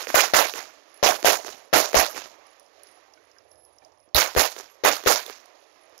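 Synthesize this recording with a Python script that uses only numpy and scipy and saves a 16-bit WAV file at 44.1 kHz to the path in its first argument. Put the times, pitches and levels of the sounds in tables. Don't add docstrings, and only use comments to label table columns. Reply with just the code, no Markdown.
import sys
import numpy as np
from scipy import signal
from scipy.fft import rfft, irfft
from scipy.io import wavfile
from scipy.ndimage import uniform_filter1d, minimum_filter1d

SR = 44100
rng = np.random.default_rng(int(sys.argv[2]) if len(sys.argv) > 2 else 0)


def magnitude_from_level(level_db):
    exponent = np.asarray(level_db, float) / 20
    return 10 ** exponent


def materialize(psi):
    bounded = np.clip(np.atleast_2d(psi).T, -1, 1)
    quanta = np.round(bounded * 32767).astype(np.int16)
    wavfile.write(sys.argv[1], SR, quanta)


N = 264600
TIME = np.arange(N) / SR


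def colour(x, points):
    hz, db = np.transpose(points)
    size = 4096
    bin_hz = np.arange(size // 2 + 1) * SR / size
    log_gain = np.interp(np.log(bin_hz + 1), np.log(hz), db) * np.log(10) / 20
    cepstrum = irfft(log_gain)
    cepstrum[1:size // 2] *= 2
    cepstrum[size // 2 + 1:] = 0
    impulse = irfft(np.exp(rfft(cepstrum)))
    return signal.fftconvolve(x, impulse)[:len(x)]


def unit(x):
    return x / np.sqrt(np.mean(x ** 2))


def band(x, lo_hz, hi_hz):
    sos = signal.butter(2, [lo_hz, min(hi_hz, SR / 2.1)], "band", fs=SR, output="sos")
    return signal.sosfilt(sos, x)


def split(x, edges_hz):
    lows = [signal.sosfiltfilt(signal.butter(4, hz, fs=SR, output="sos"), x) for hz in edges_hz]
    return np.diff([0 * x] + lows, axis=0)


def walk(rate_hz):
    hold = int(SR / rate_hz)
    levels = np.repeat(rng.standard_normal(N // hold + 1), hold)
    return unit(uniform_filter1d(levels, hold)[:N])


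def fade(start_s, rise_s, t60_s):
    age = np.maximum(TIME - start_s, 0)
    return (1 - np.exp(-(age / max(rise_s, 1e-4)) ** 2)) * magnitude_from_level(-60 * age / t60_s)


def add(out, start_s, sound):
    i = int(start_s * SR)
    if 0 <= i < N:
        out[i:i + len(sound)] += sound[:N - i]


def ring(hz, t60_s, length_s):
    t = np.arange(int(length_s * SR)) / SR
    return np.sin(2 * np.pi * hz * t) * magnitude_from_level(-60 * t / t60_s)


def flaring(x, lo_hz, hi_hz):
    parts = split(x, np.geomspace(lo_hz, hi_hz, num=7))
    return unit(sum(part * magnitude_from_level(2.8 * walk(12)) for part in parts))


# Hz, dB per Hz.
FLOOR = [(18, -56.5), (30, -26.5), (79, -20), (210, -25), (295, -1), (616, 4), (1010, -10), (3580, -21),
         (5310, -20.5), (6720, -22.5), (8300, -35.5), (10800, -29), (16000, -50.5)]
# Hz, dB.
FLOOR_MUFFLE = [(60, -8), (120, -7), (200, -12), (300, -22), (450, -26), (1800, -26), (3500, -28),
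                (5000, -37), (12000, -30)]
# Hz, dB.
GROUND_COMB = [(330, -3.5), (500, -1.5), (740, 0.5), (950, 3.5), (1170, 4.5), (1440, -5), (1850, 0),
               (2300, -0.5)]
# time in seconds, dB.
STIR = [(0.78, 3), (0.97, 4.5), (1.62, 6.5), (1.7, 0), (2.4, 2), (2.52, 3), (2.67, -1.5), (2.85, 3.5),
        (3.1, -1), (3.2, -2), (3.4, -3.5), (3.64, -9), (3.86, -3.5), (4.08, -11.5), (4.76, -2), (5.5, 3.5),
        (5.85, 0.5), (6.0, 2)]
MURMUR_DB, RUSTLE_DB, GRIT_DB = -66, -66.5, -73.5
MURMUR_FOLLOWS, RUSTLE_FOLLOWS, GRIT_FOLLOWS = 0.44, 1.1, 1
TRAFFIC_DB, SWELL_DB, SWELL_S, SWELL_WIDTH_S = -90, 12, 4.05, 0.97
PORT_WANDER_DB = 0.5


def air():
    stir_db = np.interp(TIME, *np.transpose(STIR))
    rumble_db = TRAFFIC_DB + SWELL_DB * np.exp(-((TIME - SWELL_S) / SWELL_WIDTH_S) ** 2)
    murmur_db = MURMUR_DB + MURMUR_FOLLOWS * stir_db + 9.5
    rustle_db = RUSTLE_DB + RUSTLE_FOLLOWS * stir_db + 5.5
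    grit_db = GRIT_DB + GRIT_FOLLOWS * stir_db + 11.5
    ports = []
    for wander_db in (PORT_WANDER_DB * walk(8), 0):
        noise = colour(colour(rng.standard_normal(N), FLOOR), GROUND_COMB)
        rumble, drone, low, mid, hiss = split(noise, [140, 270, 1250, 2700, 18000])
        mix = unit(band(rumble, 58, 140)) * magnitude_from_level(rumble_db + 5 + 2.0 * walk(4.4))
        mix += unit(drone) * magnitude_from_level(-80 + 2.0 * walk(7))
        mix += flaring(low, 350, 2200) * magnitude_from_level(murmur_db + wander_db)
        mix += flaring(mid, 1300, 3800) * magnitude_from_level(rustle_db + 0.84 * walk(44))
        mix += unit(hiss) * magnitude_from_level(grit_db + 0.51 * walk(25) + 2.0 * walk(640))
        ports.append(mix)
    return np.array([colour(ports[0], FLOOR_MUFFLE), ports[1]])


# Hz, dB per Hz.
BLAST = [(60, -25.5), (200, -20), (300, -10.5), (450, -7), (620, -1), (900, -4), (1300, -4), (2400, -7.5),
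         (3300, -14), (5000, -12.5), (7000, -10.5), (12000, -7.5), (15500, -14.5), (17000, -40)]


def patchy(patch_db, crackle_db):
    flicker_db = crackle_db * walk(900) + 1.2 * walk(170)
    crackle = colour(rng.standard_normal(N) * magnitude_from_level(flicker_db), BLAST)
    parts = split(crackle, np.geomspace(400, 20000, num=12))
    return unit(sum(part * magnitude_from_level(patch_db * walk(60)) for part in parts))


# start in seconds, scatter dB, boom dB, brightness dB.
SHOTS = [
    (0.142, -0.5, -2.5, 0),
    (0.335, 0, 1, 1.5),
    (1.027, -4.5, 4.5, 2),
    (1.245, -6, 6, 4),
    (1.728, -2.5, 4, 1.7),
    (1.943, -3.5, 4.5, 1.6),
    (4.147, -3, -0.5, 1.2),
    (4.362, -5, 1, 2.5),
    (4.836, -3.5, -1, -0.5),
    (5.06, -4, -1.5, 0.7),
]
EARLIER_SHOT = (-.133, -3, -1, 1)
# open port build-up in ms, berm dB, open port lateness in ms.
PATHS = [(6, 0.5, 12.5), (7.4, 0.5, 4), (22, -3.5, -1.5), (11.4, 3, 2), (6.3, -3, 4), (6.9, 2, 2.5),
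         (17.7, -2.5, 0.5), (32.4, -1.5, 0.5), (24, -7, -1.5), (18.4, -2.5, 2), (13, -5, 3.5)]
# top Hz, near t60 in seconds, berm dB, berm t60 in seconds, hills dB,
# hills t60 in seconds.
BAY = [(336, 0.22, -28, 0.58, -56, 5.1), (940, 0.27, -32, 0.58, -58, 0.86),
       (3000, 0.26, -28, 0.51, -62, 1.8), (7540, 0.3, -22.5, 0.44, -63, 1.4),
       (20000, 0.27, -27, 0.37, -59, 1.1)]
ALL_SHOTS = [EARLIER_SHOT] + list(SHOTS)
BERM_S, BERM_BUILD_S = .202, .017


def scatter(build_up, gain_db, early_db, linger):
    noises = split(patchy(patch_db=3, crackle_db=2.5), [row[0] for row in BAY])
    out = 0
    for k, (noise, row) in enumerate(zip(noises, BAY)):
        _, near_t60, berm_db, berm_t60, hills_db, hills_t60 = row
        power = 0
        for (s, scatter_db, boom_db, bright_db), (rise_ms, face_db, late_ms) in zip(ALL_SHOTS, PATHS):
            near = fade(s + build_up * late_ms / 1000, build_up * rise_ms / 1000, near_t60 * linger)
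            early_s = s + (build_up - .3) * late_ms / 1500 + 0.00086
            early = magnitude_from_level(early_db) * fade(early_s, 0.0013, 0.11)
            berm = magnitude_from_level(berm_db + face_db) * fade(s + BERM_S, BERM_BUILD_S, berm_t60)
            hills = magnitude_from_level(hills_db) * fade(s + 0.13, 0.15, hills_t60)
            tone_db = (boom_db, boom_db, 0, bright_db, bright_db - 8)[k]
            shape = near ** 2 + early ** 2 + berm ** 2 + hills ** 2
            power = power + shape * magnitude_from_level(scatter_db + tone_db) ** 2
        out = out + np.sqrt(power) * noise
    return magnitude_from_level(gain_db) * out


# delay in seconds, dB.
BERM = [(.033, 5), (.062, -7), (.098, -15), (0.2026, -8.5), (.219, -11.5), (0.228, -23), (0.2376, -8.5),
        (0.245, -14)]


def slaps():
    front = np.zeros(N)
    chance = rng.standard_normal((len(PATHS), len(BERM), 2))
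    for shot, (_, face_db, _), draws in zip(ALL_SHOTS, PATHS, chance):
        for (delay_s, db), (late_ms, size) in zip(BERM, draws):
            rough = rng.standard_normal(150) * np.exp(-np.arange(150) / 18)
            boom = .19 * ring(400 + 60 * late_ms, .035, .009)
            gain = magnitude_from_level(db + face_db + 2 * size)
            start_s = shot[0] + delay_s + .001 * late_ms
            add(front, start_s, gain * rough)
            add(front, start_s, gain * boom)
    return magnitude_from_level(5) * band(colour(front, BLAST), 200, 7000)


# blast dB, ring Hz, screen echo in ms, echo dB.
COVERED = [(-9, 640, 3, -7), (-8, 640, 14, -15), (-10, 600, 15, -12), (-8, 650, 16, -11),
           (-12, 580, 23, -10), (-8, 600, 25, -9), (-24, 700, 10, 0), (-12, 500, 10, 1), (-15, 500, 10, 1),
           (-12, 500, 10, 1)]


def muffled_blasts():
    out = np.zeros(N)
    t = np.arange(int(.012 * SR)) / SR
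    for shot, (db, hz, echo_ms, echo_db) in zip(SHOTS, COVERED):
        cavity = 1.25 * np.tanh(2.5 * ring(hz, .03, .012)) * np.exp(-(t / .0048) ** 4)
        crack = band(rng.standard_normal(len(t)), 1200, 4500) * magnitude_from_level(-60 * t / .018) * magnitude_from_level(1)
        for bounce, loss_db in enumerate((0, echo_db, echo_db - 8)):
            start_s = shot[0] + 0.00105 + bounce * echo_ms / 1000
            add(out, start_s, magnitude_from_level(db + loss_db) * (cavity + crack))
    return band(out, 220, 9000)


# start in seconds, dB, Hz.
CRACKS = [(0.143, -14, 4970), (0.335, -7, 2500), (4.1457, 9, 4160), (4.1491, 4, 4220), (4.155, 4, 4160),
          (4.159, 6.5, 3970), (4.163, 7.5, 3980), (4.165, 5, 4400), (4.375, -4.5, 2430),
          (.536, -12.5, 2500), (1.732, -5.5, 3500), (1.931, -16.5, 2500), (2.147, -15, 2570),
          (4.842, -6, 3460), (4.349, -19.5, 4200), (4.566, -18, 4200), (5.039, -18.5, 3870),
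          (5.058, -13.5, 3000), (5.263, -12, 3900)]


def cracks():
    out = np.zeros(N)
    for s, db, hz in CRACKS:
        draw = rng.standard_normal(200)
        body = band(band(draw, hz * .8, hz * 1.2), hz * .8, hz * 1.2)
        burst = unit(body) + .7 * unit(band(draw, 10500, 15500))
        shape = np.hanning(len(draw)) ** .5 * np.exp(-np.arange(len(draw)) / 120)
        add(out, s, magnitude_from_level(db - 13.5) * burst * shape)
    return out


# start in seconds, peak dB, Hz.
THUMPS = [(0.144, -36, 83.5), (0.342, -41, 56), (1.029, -40.5, 61), (1.248, -41.5, 81), (1.731, -45.5, 92),
          (1.965, -27.5, 54.7), (4.147, -28, 61.8), (4.366, -29, 63.6), (4.842, -53.5, 97),
          (5.064, -36.5, 54.4)]
THUMP_RISE_S = .01


def thumps():
    out = np.zeros(N)
    swell = 1 - np.exp(-np.arange(int(.3 * SR)) / SR / THUMP_RISE_S)
    for s, db, hz in THUMPS:
        swing = ring(hz, 0.09, .3) + 0.64 * ring(hz * 1.7, 0.06, .3)
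        add(out, s, magnitude_from_level(db + 20.5) * swell * swing)
    return out


# start in seconds, low tick dB, ring dB, ring Hz, wide click dB.
CASES = [(0.9423, -59, -39, 10100, -58), (0.9757, -58, -51, 10200, -59), (2.4673, -60, -50, 10300, -69),
         (2.597, -55.5, -44, 10400, -57), (2.834, -61, -36.5, 10160, -57), (2.8703, -54, -62, 10500, -63),
         (3.315, -56.5, -73, 10300, -71), (3.6507, -61, -43.5, 10400, -80), (4.002, -65, -61, 10650, -86),
         (5.2622, -54, -40, 10800, -45.5), (5.458, -63, -49, 9700, -58), (5.6027, -95, -56, 10000, -73.5),
         (5.8964, -74, -62, 10200, -69), (5.979, -54, -50, 10000, -53), (5.99, -53, -62, 10300, -62)]
# start in seconds, low tick dB, ring dB.
MORE_CASES = [(2.6626, -60, -69), (2.9137, -71, -49), (3.1368, -52, -75), (3.3847, -52, -74),
              (3.4221, -74, -74), (3.5162, -57.5, -69), (3.5567, -63, -56), (3.6084, -76, -61.5),
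              (3.7848, -53, -61), (3.8487, -50.5, -76), (3.92, -64.5, -80.5), (3.9749, -68, -89),
              (4.029, -69, -67), (4.0894, -67, -82), (5.7059, -71, -72), (5.814, -75, -58)]
MORE_CASES_HZ, MORE_CASES_CLICK_DB = 10380, -16
# start in seconds, length in seconds, dB, Hz.
ROLLS = [(0.892, 0.1, -74, 10380), (0.95, .07, -61, 10980), (1.565, 0.12, -72.5, 10150),
         (4.672, 0.13, -71.5, 11600), (1.65, .05, -63, 10980), (2.463, 0.081, -69, 10330),
         (2.578, 0.18, -73, 10330), (2.826, 0.19, -65, 10330), (3.12, 0.22, -70, 10330),
         (3.31, 0.21, -73, 10980), (3.48, 0.27, -62, 10980), (3.64, .2, -68, 10450),
         (3.802, 0.19, -75.5, 10380), (3.98, 0.13, -65, 10450), (5.587, .2, -74, 10380),
         (5.8, .13, -75, 10380), (5.96, .08, -73, 10380)]
ROLL_RISE, ROLL_FLICKER_DB = .2, -5.5


def cases():
    out = np.zeros(N)
    more = [(s, tick, db, MORE_CASES_HZ, tick + MORE_CASES_CLICK_DB) for s, tick, db in MORE_CASES]
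    for s, tick_db, ring_db, hz, click_db in list(CASES) + more:
        draw = rng.standard_normal(200)
        lie = 1 + .015 * draw[:3]
        tick = ring(5250 * lie[0], .02, .05)
        tick += .8 * ring(5800 * lie[1], .012, .05)
        tick += .6 * ring(6300 * lie[2], .008, .05)
        click = band(draw, 4200, 11700) * np.exp(-np.arange(len(draw)) / 40)
        add(out, s, magnitude_from_level(tick_db + 11) * band(tick, 4700, 6800))
        add(out, s, magnitude_from_level(ring_db + 3) * (ring(hz, 0.025, .2) + 0.11 * ring(hz, .15, .2)))
        add(out, s, magnitude_from_level(click_db + 22.5) * click)
    wobble = magnitude_from_level(ROLL_FLICKER_DB * walk(30))
    grit = rng.standard_normal(N)
    for s, length_s, db, hz in ROLLS:
        shape = np.interp(TIME, s + length_s * np.array([0, ROLL_RISE, 1]), [0, 1, 0]) ** .5
        singing = unit(band(band(grit, hz - 50, hz + 50), hz - 80, hz + 80))
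        out += magnitude_from_level(db + 4) * shape * wobble * singing
    return out


# start in seconds, dB, low Hz, high Hz.
CLINKS = [
    (2.41, -54, 1500, 2400),
    (3.175, -50, 1500, 2210),
    (3.365, -54, 1590, 1790),
    (3.82, -54.5, 1780, 2350),
    (4.07, -67, 1200, 3300),
]
CLINK_T60_S = .09


def clinks():
    out = np.zeros(N)
    for s, db, low_hz, high_hz in CLINKS:
        modes = ring(low_hz, CLINK_T60_S, .15) + ring(high_hz, CLINK_T60_S * .7, .15)
        add(out, s, magnitude_from_level(db) * modes)
    return out


# start in seconds, end in seconds, Hz, dB.
WHINES = [
    (3.4, 3.72, 1730, -76),
    (2.5, 2.8, 1790, -76),
    (3.55, 3.67, 5150, -68),
]


def whines():
    out = np.zeros(N)
    for start_s, end_s, hz, db in WHINES:
        length = int((end_s - start_s) * SR)
        tone = unit(band(rng.standard_normal(N), hz - 20, hz + 20))[-length:]
        add(out, start_s, magnitude_from_level(db) * np.hanning(length) ** .5 * tone)
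    return out


# start in seconds, peak dB, Hz, left minus right dB.
STEPS = [
    (2.88, -59, 270, -15),
    (2.969, -46, 665, -29),
    (4.074, -47.5, 450, -30),
    (3.179, -57, 473, -30),
    (3.378, -51.5, 760, -26),
    (3.58, -50.5, 535, -21.5),
    (3.82, -45, 500, -28),
    (5.915, -48, 700, -27),
    (5.756, -45, 630, -23),
]


def steps():
    out = np.zeros((2, N))
    for s, db, hz, pan_db in STEPS:
        grit = unit(band(rng.standard_normal(N), hz * 0.6, hz * 1.7))
        pat = grit * fade(s, 0.003, 0.14) * magnitude_from_level(db - 3)
        out += pat * magnitude_from_level(np.array([[pan_db], [0]]))
    return out


# Hz, dB.
MUFFLE = [(60, -14), (120, -8), (300, -22), (650, -22), (900, -19), (1500, -23), (3500, -24), (5000, -35),
          (6500, -41), (8000, -43), (10000, -38), (15000, -38)]


def scene():
    knocks, thump, thin = slaps(), thumps(), whines()
    right = scatter(build_up=1, gain_db=6.0, early_db=-22.5, linger=0.99)
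    right = right + knocks + cracks() + thump + cases() + clinks() + thin
    left = scatter(build_up=0.2, gain_db=3, early_db=4.5, linger=1.14) + magnitude_from_level(0.5) * knocks
    left = colour(left, MUFFLE) + muffled_blasts()
    left += magnitude_from_level(-20) * thump + magnitude_from_level(-12) * band(thin, 500, 2500)
    return np.array([left, right]) + air() + steps()


def band_limit(x):
    return signal.sosfilt(signal.butter(12, 16620, fs=SR, output="sos"), x)


# Hz, dB.
PORT_NOTCH = [(6900, 0), (7950, -15), (8800, -8), (11500, 0)]


def record(dry):
    dry = np.array([colour(port, PORT_NOTCH) for port in dry])
    hold = int(.009 * SR)
    peak = -minimum_filter1d(-np.abs(dry), hold, axis=1)
    gain = uniform_filter1d(np.minimum(1, 0.96 / (peak + 1e-9)), hold, axis=1)
    top = signal.ellip(8, .2, 34, 15700, fs=SR, output="sos")
    mix = np.clip(signal.sosfilt(top, dry * gain), -1, 1)
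    return band_limit(mix)


dry = scene()
out = record(dry)
materialize(out)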